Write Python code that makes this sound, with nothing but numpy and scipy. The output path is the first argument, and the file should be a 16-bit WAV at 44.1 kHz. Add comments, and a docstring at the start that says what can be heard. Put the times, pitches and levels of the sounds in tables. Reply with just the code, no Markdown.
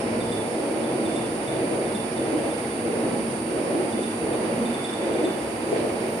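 """In a showroom, a stone chocolate grinder runs a few steps from the microphone.
Granite rollers excite the resonances of a turning steel drum and its stand; the rumble swells about
every 0.7 s, over the hiss of sheared paste and the knock of breaking nibs. The motor's inverter whines
near 9.5 kHz from the right, a dry bearing chirps now and then, and soft rustles come late."""
import sys
import numpy as np
from scipy import signal
from scipy.fft import rfft, irfft
from scipy.io import wavfile
from scipy.ndimage import uniform_filter1d

SR = 44100
rng = np.random.default_rng(int(sys.argv[2]) if len(sys.argv) > 2 else 0)


def persist_wave(psi):
    """Save psi, clipped to +-1, as 16-bit WAV."""
    counts = np.round(np.clip(psi, -1, 1) * 32767).astype(np.int16)
    wavfile.write(sys.argv[1], SR, np.atleast_2d(counts).T)


N = 273420
T, HZ = np.arange(N) / SR, np.fft.rfftfreq(N, 1 / SR)


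def amp(db):
    """Amplitude ratio of a level in decibels."""
    return 10 ** (np.asarray(db) / 20)


def unit(x):
    """Normalisation to rms 1."""
    return x / np.sqrt(np.mean(x ** 2) + 1e-20)


def at_hz(points, hz):
    """Interpolation on a log-frequency axis."""
    f, value = np.transpose(points)
    return np.interp(np.log(hz + 1), np.log(f + 1), value)


def curve(points):
    """Linear interpolation in time."""
    return np.interp(T, *np.transpose(points))


def drift(rate_hz):
    """Low-pass random fluctuation of rms 1."""
    return unit(irfft(rfft(rng.standard_normal(N)) * np.exp(-(HZ / rate_hz) ** 2) * (HZ > 0), N))


def band_noise(hz, width_hz, shape=N):
    """Noise in a Gaussian band, of rms 1."""
    return unit(irfft(rfft(rng.standard_normal(shape)) * np.exp(-((HZ - hz) / width_hz) ** 2), N))


# balance of the two microphone ports (frequency [Hz], left minus right [dB])
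BALANCE = [(60, 0.5), (220, -1.5), (350, -1), (500, 0), (1100, -1), (1500, -3.5), (2100, -7), (2900, -1.5),
           (4400, -5), (5400, -5.5), (6500, -25), (10500, -15), (11800, -1), (15000, -4.5)]
def ports(hz):
    """Level difference as left and right gains: the treble favours the right."""
    side = amp(at_hz(BALANCE, hz))
    return np.array([side, np.ones_like(side)]) / np.sqrt((1 + side ** 2) / 2)


# likeness of the ports (frequency [Hz], coherence [0 to 1])
COHERENCE = [(60, .993), (150, .99), (235, .97), (320, .86), (500, .77), (800, .55), (1200, .25),
             (3000, .15), (15000, .1)]
def noise(colour, lead_s=0.0002705, lead_above_hz=1070):
    """Partial coherence: stereo noise is alike in the bass and diffuse in the treble."""
    left, independent = rfft(rng.standard_normal((2, N)))
    same = np.clip(at_hz(COHERENCE, HZ), 0, 1)
    lag_s = lead_s * (1 - np.exp(-(HZ / lead_above_hz) ** 4))  # the left leads, except in the bass
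    right = (same * left + np.sqrt(1 - same ** 2) * independent) * np.exp(-2j * np.pi * HZ * lag_s)
    pair = irfft(np.array([left, right]) * ports(HZ) * colour, N)
    return pair / pair.mean(0).std()


def ringing(modes, steadiness):
    """Forced resonance: random contact forces drive modes; steady rolling evens out the surges."""
    power = sum(amp(db) ** 2 / (1 + ((HZ - hz) / width) ** 2) ** 2 for hz, width, db in modes)
    radiation = 1 - np.exp(-(HZ / 36) ** 2)  # weak in the deep bass
    pair = noise(np.sqrt(power) * radiation)
    surge = uniform_filter1d(uniform_filter1d(pair.mean(0) ** 2, size=3500), size=2500)
    return pair / surge ** (steadiness / 2)


def wandering(pair, share):
    """Frequency modulation: modes slide by a share of their pitch as the rollers shift on the paste."""
    place = np.arange(N) + np.cumsum(share * drift(rate_hz=3.54))
    return np.array([np.interp(place, np.arange(N), side, period=N) for side in pair])


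# the rollers bearing down (start [s], end [s], load while held [dB], load after [dB])
TURNS = [(0.007, 0.245, 1.5, -0.9), (.52, 1.29, 0.6, -2), (1.48, 1.92, 1.4, -3), (2.176, 2.565, 2, -4),
         (2.832, 3.203, 2, -4.5), (3.527, 3.91, 2, -4), (4.214, 4.675, 1.5, -3.5),
         (5.017, 5.293, 3.5, -2.5), (5.695, 5.915, 2.5, -0.7)]
LAG_S = 0.027  # hubs and paste trail the load
def load(lag_s=0, build_s=0.063, release_s=0.084):
    """Cyclic loading, in relative dB: once a turn the load builds, holds and lets go."""
    load_db = last_db = TURNS[0][3]
    for start, end, held_db, slack_db in TURNS:
        build = (1 + np.tanh((T - lag_s - start) / build_s)) / 2
        release = (1 + np.tanh((T - lag_s - end) / release_s)) / 2
        load_db = load_db + (held_db - last_db) * build + (slack_db - held_db) * release
        last_db = slack_db
    return load_db


# modes of the stones and of their hubs (frequency [Hz], width [Hz], relative level [dB])
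STONE_MODES = [(444.5, 16, -1), (424, 18, -7), (478.8, 15.7, 1), (514, 15, -5), (540, 28, -10),
               (554.4, 17, -1.5), (613, 17, -10.5), (619, 43, -5.5), (666, 17.5, -7.5)]
HUB_MODES = [(713, 49, 0.5), (778, 94, -0.5), (817, 20, 2), (894, 9, 3.5), (920, 4.3, -4.5), (994, 85, -7)]
def rollers():
    """Rolling contact: stone on stone swells with the load; the stiffer hubs resonate higher."""
    stones = wandering(ringing(STONE_MODES, steadiness=0.23), share=0.01402)
    hubs = ringing(HUB_MODES, steadiness=0.3)
    return amp(-31.5 + 1.2 * load()) * stones + amp(-38.5 + 0.5 * load(LAG_S)) * hubs


# the drum's two main resonances (frequency [Hz], width [Hz], relative level [dB])
BOOM_MODES = [(217.8, 3.8, 7.7), (232.7, 17.4, 14), (252, 25, 0.46)]
RING_MODES = [(282, 14.3, -3.5), (320, 10.7, 0.5), (331.4, 21, -3), (350.4, 11, -3), (378.8, 17.7, -1.5)]
# roller jolts (time [s], half length [s], boom rise [dB], ring rise [dB])
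JOLTS = [(0.16, 0.13, 5, -1), (0.805, 0.14, 1.5, 2.5), (1.058, 0.04, 7.5, 2), (1.216, 0.089, 2, 2.5),
         (1.734, 0.029, 6.5, 6), (1.957, 0.023, 6, 2), (2.345, 0.039, -3, 6.5), (3.17, 0.3, 4.5, 1),
         (3.786, 0.05, 2, 5), (3.997, 0.08, 7, 4.5), (4.59, 0.078, 8.5, -3), (4.7, 0.066, 7.5, -0.5),
         (5.253, 0.044, -4, 8.5)]
def drum():
    """Shell resonance: the drum booms and rings, flaring when a roller jolts it."""
    boom_db, ring_db = sum(np.outer(rises_db, np.exp(-((T - s) / length) ** 2))
                           for s, length, *rises_db in JOLTS)
    boom = ringing(BOOM_MODES, steadiness=0.43)
    ring = wandering(ringing(RING_MODES, steadiness=0.067), share=0.012)
    return amp(-36 + boom_db + 0.053 * load()) * boom + amp(-31.5 + ring_db + load()) * ring


# modes of the stand (frequency [Hz], width [Hz], relative level [dB])
STAND_MODES = [(48.3, 3, -19), (69.6, 9.1, -8.5), (94, 18, -10), (109, 12, -2.5), (134.7, 5.8, 3.5),
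               (146, 23, -6.5), (172.2, 8.4, 2), (175, 4.3, 0), (200, 5.3, -0.5)]
# its rumble before the load acts (time [s], level [dB])
RUMBLE = [(0, -41), (.28, -36), (.58, -44.5), (.9, -40.5), (1.8, -39.3), (2.7, -41), (3.3, -39.5),
          (3.7, -42), (4.5, -38.5), (4.95, -43), (6.2, -39.5)]
def stand():
    """Structure-borne vibration: the rollers shake the stand's low modes."""
    return amp(curve(RUMBLE) + 0.21 * load()) * ringing(STAND_MODES, steadiness=0.16)


# spectrum of the paste's hiss (frequency [Hz], relative density [dB])
PASTE_SPECTRUM = [(60, -50), (500, -54), (950, 1.5), (1150, 1), (1400, 0), (1650, -1), (2200, 0),
                  (2800, -4), (3250, -10), (3800, -11.5), (4300, -16.5), (5500, -17.5), (7000, -30),
                  (10000, -51)]
# its rasp before load and grit act (time [s], level [dB])
RASP = [(0, -40.5), (.32, -42.5), (1.15, -41.5), (2.05, -41.5), (2.43, -41), (2.9, -41.5), (4.1, -41.5),
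        (4.72, -40), (5.15, -41), (5.65, -41.5), (6.2, -41)]
def paste():
    """Shear noise: the paste hisses a little louder under load, and grit makes it flutter."""
    level_db = curve(RASP) + 0.23 * load(LAG_S) + 0.5 * drift(rate_hz=31)
    return amp(level_db) * noise(amp(at_hz(PASTE_SPECTRUM, HZ)))


# modes of thin steel parts (frequency [Hz], width [Hz], relative level [dB])
STEEL_MODES = [(3540, 53, 3.5), (3940, 29, 6), (4600, 260, 1.5), (5430, 26, -1.5), (5690, 15, 6.5),
               (6240, 66, 2), (8100, 120, -9)]
def steel():
    """Forced vibration: the gears set thin steel humming."""
    return amp(-58.5) * ringing(STEEL_MODES, steadiness=0.1)


# larger nibs cracking (time [s], level [dB])
LARGE_NIBS = [(2.848, -22), (3.332, -24), (3.989, -18), (5.71, -18), (5.728, -12), (5.761, -15),
              (5.806, -21), (5.844, -18)]
def nibs(per_s=45, small_db=-35.5, crack_db=-18):
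    """Impulse response: cocoa nibs break, more often under load, and each knock rings the stones."""
    chance = per_s / SR * amp(load()) ** 2
    knocks = (rng.random(N) < chance) * amp(small_db + 3.7 * np.clip(rng.standard_normal(N), -2, 1.5))
    for s, db in LARGE_NIBS:
        knocks[round(s * SR)] = amp(db)
    t, place = T[:SR // 8], rng.integers(0, 8, N)
    crack_band = signal.butter(2, [800, 3200], "band", fs=SR)
    out = np.zeros((2, N))
    for spot in range(8):  # each place on the drum's floor rings its own mix of modes
        ring = 0
        for hz, width, db in STONE_MODES:
            weight = amp(db) * (rng.standard_normal() + 1.46 * rng.standard_normal((2, 1)))
            ring += weight * np.sin(2 * np.pi * hz * t) * np.exp(-2 * np.pi * width * t)
        crack = signal.lfilter(*crack_band, rng.standard_normal((2, len(t))) * np.exp(-t / 0.0048))
        knock = ring / abs(ring).max() + amp(crack_db) * crack / abs(crack).max()
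        out += signal.oaconvolve((knocks * (place == spot))[None], knock, axes=1)[:, :N]
    # the knocks carry no deep bass
    return signal.lfilter(*signal.butter(2, 220, "high", fs=SR), out)


def tone(hz, db, start_rad, wander_rad, flutter_db, left_db=-6):
    """Multipath: only reflections of a tone reach the left port; moving parts make both sides waver."""
    path_rad = np.array([[rng.uniform(0, 2 * np.pi)], [0]])
    phase = 2 * np.pi * hz * T + start_rad + path_rad + wander_rad * drift(rate_hz=11)
    left, right = ports(hz)
    gains = np.array([[amp(left_db) * left / right], [1]])
    return np.sqrt(2) * amp(db + flutter_db * drift(rate_hz=7.5)) * np.sin(phase) * gains


# switching sidebands (carrier multiple, offset [mains multiples]) and, for each, (base level [dB])
SIDEBANDS = [(1, -5), (1, -3), (1, -1), (1, 1), (1, 3), (1, 5), (2, -12), (2, -8), (2, -6), (2, -4),
             (2, -2), (2, 0), (2, 2), (2, 4), (2, 6), (2, 8), (3, -7), (3, 3), (3, 11)]
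SIDEBAND_LEVELS = [-63, -57.5, -52, -60.5, -59.5, -62.5, -66, -58, -52, -54, -49, -56, -44, -44, -41, -55,
                   -71, -76, -75]
# contour, centred and scaled below, of the group at twice the carrier (time [s], level [dB])
WHINE_CONTOUR = [(0.0, -48.5), (0.48, -46.5), (0.95, -47.5), (1.45, -47.5), (1.9, -45.5), (3.25, -45.5),
                 (3.55, -47), (3.7, -46), (4.3, -46.5), (4.7, -48), (5.33, -51.5), (5.7, -48.5), (6.2, -49)]
# the hand-held microphone drifts through standing waves (time [s], place [-1 to 1])
SWAY = [(0, -1), (.55, .4), (1.45, 1), (2.2, 0.17), (3.3, -1), (4.2, -0.39), (4.85, -0.61), (5.3, -.2),
        (5.7, 0.8), (6.2, .5)]
# sidebands this affects (offset [mains multiples]) and, for each, (gain at place 1 [dB])
SWAYED_OFFSETS = [-6, -4, -2, 2, 4]
SWAY_GAINS = [1, -6, 4, 1.5, -1]
def inverter(carrier_hz=4690.75, mains_hz=50, twist_rad=0.292):
    """Modulation: windings sing at multiples of the switching rate, split into sidebands by the mains."""
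    contour_db, sway = curve(WHINE_CONTOUR), curve(SWAY)
    swell_db = 0.82 * (contour_db - contour_db.mean())
    sway_db = dict(zip(SWAYED_OFFSETS, SWAY_GAINS))
    out = np.zeros((2, N))
    for (multiple, offset), db in zip(SIDEBANDS, SIDEBAND_LEVELS):
        hz = multiple * carrier_hz + offset * mains_hz
        # the mains sweeps the pulse width, so the whine swings in pitch more than in level
        start_rad = twist_rad * offset ** 2
        if multiple == 2:
            level_db = db - 0.6 + swell_db + sway * sway_db.get(offset, 0)
            out += tone(hz, level_db, start_rad, wander_rad=0.2, flutter_db=0.8, left_db=-5)
        else:
            out += tone(hz, db - 0.5, start_rad, wander_rad=0.31, flutter_db=0.5, left_db=-5.5)
    return out


def shadow(late_s, turn_s=0.705, dip_at_s=0.82, depth_db=-6):
    """Acoustic shadow, in dB about its mean: the drum shades a tone once a turn."""
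    dip = np.cos(np.pi * (T - dip_at_s - late_s) / turn_s) ** 6
    return depth_db * (dip - dip.mean())


# steady motor tones (frequency [Hz], base level [dB])
MOTOR_TONES = [(1759, -59), (2310.8, -61), (2795.3, -60), (2954.1, -61), (4565, -67), (4865.2, -62),
               (5345.6, -64), (6293, -67.5), (6886.6, -67), (7085.8, -69), (7286.3, -64), (8306.4, -60),
               (8599.8, -59), (8706.1, -61), (8799, -61), (9105, -65), (9531.1, -62), (9632, -64),
               (9657.6, -59), (9739.7, -64), (9797.6, -60), (9862.2, -55), (9912, -67), (9970, -66),
               (10061, -68), (10161, -69), (10261, -71), (10463.8, -64), (14406, -77), (14546, -78)]
# two thin whines that come and go (time [s], level [dB])
LOW_WHINE = [(0, -49), (.28, -58), (.48, -56), (.8, -57), (1.0, -59), (1.4, -55), (1.56, -64), (2.05, -53),
             (2.28, -66), (2.66, -56.5), (2.82, -62), (2.97, -53), (3.15, -63), (3.5, -68), (3.68, -55),
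             (3.95, -65), (4.75, -65), (4.9, -54.5), (5.15, -70), (5.56, -55), (5.72, -61), (6.15, -54.5)]
HIGH_WHINE = [(0, -58), (1.3, -66), (1.9, -59), (2.6, -55), (3.4, -50), (4.05, -53.5), (4.7, -61),
              (6.2, -62)]
def motors(low_hz=5321.4, high_hz=8899.9):
    """Tonal radiation: faint motor tones, all but the low whine shaded by the turning drum."""
    tones = np.zeros((2, N))
    for hz, db in MOTOR_TONES:
        level_db = db - 0.5 + shadow(late_s=0.11 * rng.standard_normal())
        tones += tone(hz, level_db, rng.uniform(0, 2 * np.pi, (2, 1)), wander_rad=0.33, flutter_db=3)
    low = tone(low_hz, curve(LOW_WHINE), 0, wander_rad=0.35, flutter_db=2.5, left_db=-13)
    high_db = curve(HIGH_WHINE) + 1.4 * shadow(late_s=0.044)
    high = tone(high_hz, high_db, 0, wander_rad=0.25, flutter_db=2.3, left_db=-10)
    return tones + low + high


# spectrum of the background hiss (frequency [Hz], relative density [dB])
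HISS_SPECTRUM = [(20, -23), (60, -7), (300, 11.5), (1000, 11.5), (3000, -0.5), (5000, -3.5), (7400, -1.5),
                 (8300, 3.5), (9700, 4.5), (10400, -5), (10950, -22), (11600, -17.5), (12500, -13.5),
                 (14500, -8), (15500, -18)]
def background_hiss():
    """Broadband noise: a steady hiss, with a gap near 11 kHz that is not the machine's sound."""
    return amp(-45) * noise(amp(at_hz(HISS_SPECTRUM, HZ)))


# showroom echoes (delay [s], level [dB])
ECHOES = [(.0065, 2), (.025, -7), (.051, -1.5), (.088, -11)]
def room(x, t60, tail_db, spread_s=0.0004):
    """Reverberation: echoes from floor, walls and glass doors, over a diffuse tail."""
    t = T[:SR]
    tail = rng.standard_normal((2, SR)) * np.exp(-np.log(1000) * t / t60) * (t > 0.012)
    wet = x.std() * amp(tail_db) * unit(signal.fftconvolve(x[None], tail, axes=1)[:, :N])
    for s, db in ECHOES:
        for side in wet:
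            delay = round((s + spread_s * rng.random()) * SR)
            side[delay:] += amp(db) * x[:N - delay]
    return wet


# bearing slips (time [s], squeal level [dB], clank level [dB])
SLIPS = [(.204, -41.5, -49), (.318, -36, -43), (.836, -43, -56), (1.052, -42, -49), (1.158, -38.5, -50),
         (1.475, -40, -50), (1.850, -47, -59), (1.947, -39, -45), (2.170, -46, -54), (2.502, -47, -58),
         (2.710, -48, -60), (3.923, -42.5, -57), (4.025, -40.5, -47), (4.326, -49, -60), (4.654, -41, -46),
         (4.739, -39.5, -60), (4.839, -35, -43), (4.933, -40, -51), (5.034, -47, -57), (5.132, -44, -47),
         (5.246, -38, -50)]
# squeal modes (frequency [Hz], relative level [dB], 60 dB decay time [s], room gain [dB])
SQUEAL_MODES = [(3508, -1.5, 0.041, 2.5), (3547, -16.5, 0.041, 4), (3840, -22, .02, -3),
                (8020, -0.5, 0.012, -7)]
def bearing(rub_s=0.0045, clank_hz=3730, clank_decay_s=0.0093):
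    """Friction excitation: each slip builds up the squeal modes; hard slips start with a rough clank."""
    out = np.zeros((2, N))
    for hz, mode_db, t60, room_db in SQUEAL_MODES:
        squeal = np.zeros(N)
        grit = drift(rate_hz=280)
        for (s, db, _), detune in zip(SLIPS, rng.standard_normal(len(SLIPS))):
            start = round(s * SR)
            t = T[:min(SR // 8, N - start)]
            span = slice(start, start + len(t))
            envelope = np.minimum(t / rub_s, 1) * np.exp(-np.log(1000) * np.maximum(t - rub_s, 0) / t60)
            # the rough pitch sinks as the slip comes to rest
            pitch_hz = hz * (1 + 0.0033 * detune) + 15 * grit[span] + 40 * np.exp(-t / rub_s)
            phase = 2 * np.pi * np.cumsum(pitch_hz) / SR
            squeal[span] += amp(db + mode_db) * envelope * np.sqrt(2) * np.sin(phase)
        out += ports(hz)[:, None] * (squeal + amp(room_db) * room(squeal, t60=0.8, tail_db=1))
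    blows = sum(amp(db) * (T > s) * np.exp(-abs(T - s) / clank_decay_s) for s, _, db in SLIPS)
    clank = blows * band_noise(clank_hz, width_hz=190)
    return out + ports(clank_hz)[:, None] * (clank + room(clank, t60=0.6, tail_db=0))


# soft rubs (time [s], half length [s], centre [Hz], width [Hz], level [dB], left minus right [dB])
RUSTLES = [(3.73, .016, 12000, 1400, -61, -6), (4.65, 0.22, 13120, 2200, -63, -8),
           (5.33, .022, 12000, 2400, -55.5, -10), (5.6, 0.63, 12400, 2200, -62, -10),
           (5.79, 0.048, 2000, 2200, -37.5, -5), (6.15, 0.15, 13400, 2180, -55.5, -10)]
def rustles():
    """Friction noise: brief, grainy swells of hiss."""
    out = np.zeros((2, N))
    for s, length, hz, width, db, pan_db in RUSTLES:
        hiss = band_noise(hz, width, shape=(2, N))
        swell = np.exp(-((T - s) / length) ** 2) * amp(db + 2 * drift(rate_hz=130))
        out += hiss * swell * unit(amp([[pan_db], [0]]))
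    return out


def scene():
    """Superposition: the running machine and the background add."""
    grinding = rollers() + drum() + stand() + paste() + steel() + nibs()
    return grinding + inverter() + motors() + background_hiss() + bearing() + rustles()


def record(dry, top_hz=15520):
    """Band limiting: a steep low-pass removes the highest treble."""
    lowpass = signal.firwin(801, top_hz, window=("kaiser", 9), fs=SR)
    return signal.oaconvolve(dry, lowpass[None], "same")


dry = scene()
out = record(dry)
persist_wave(out)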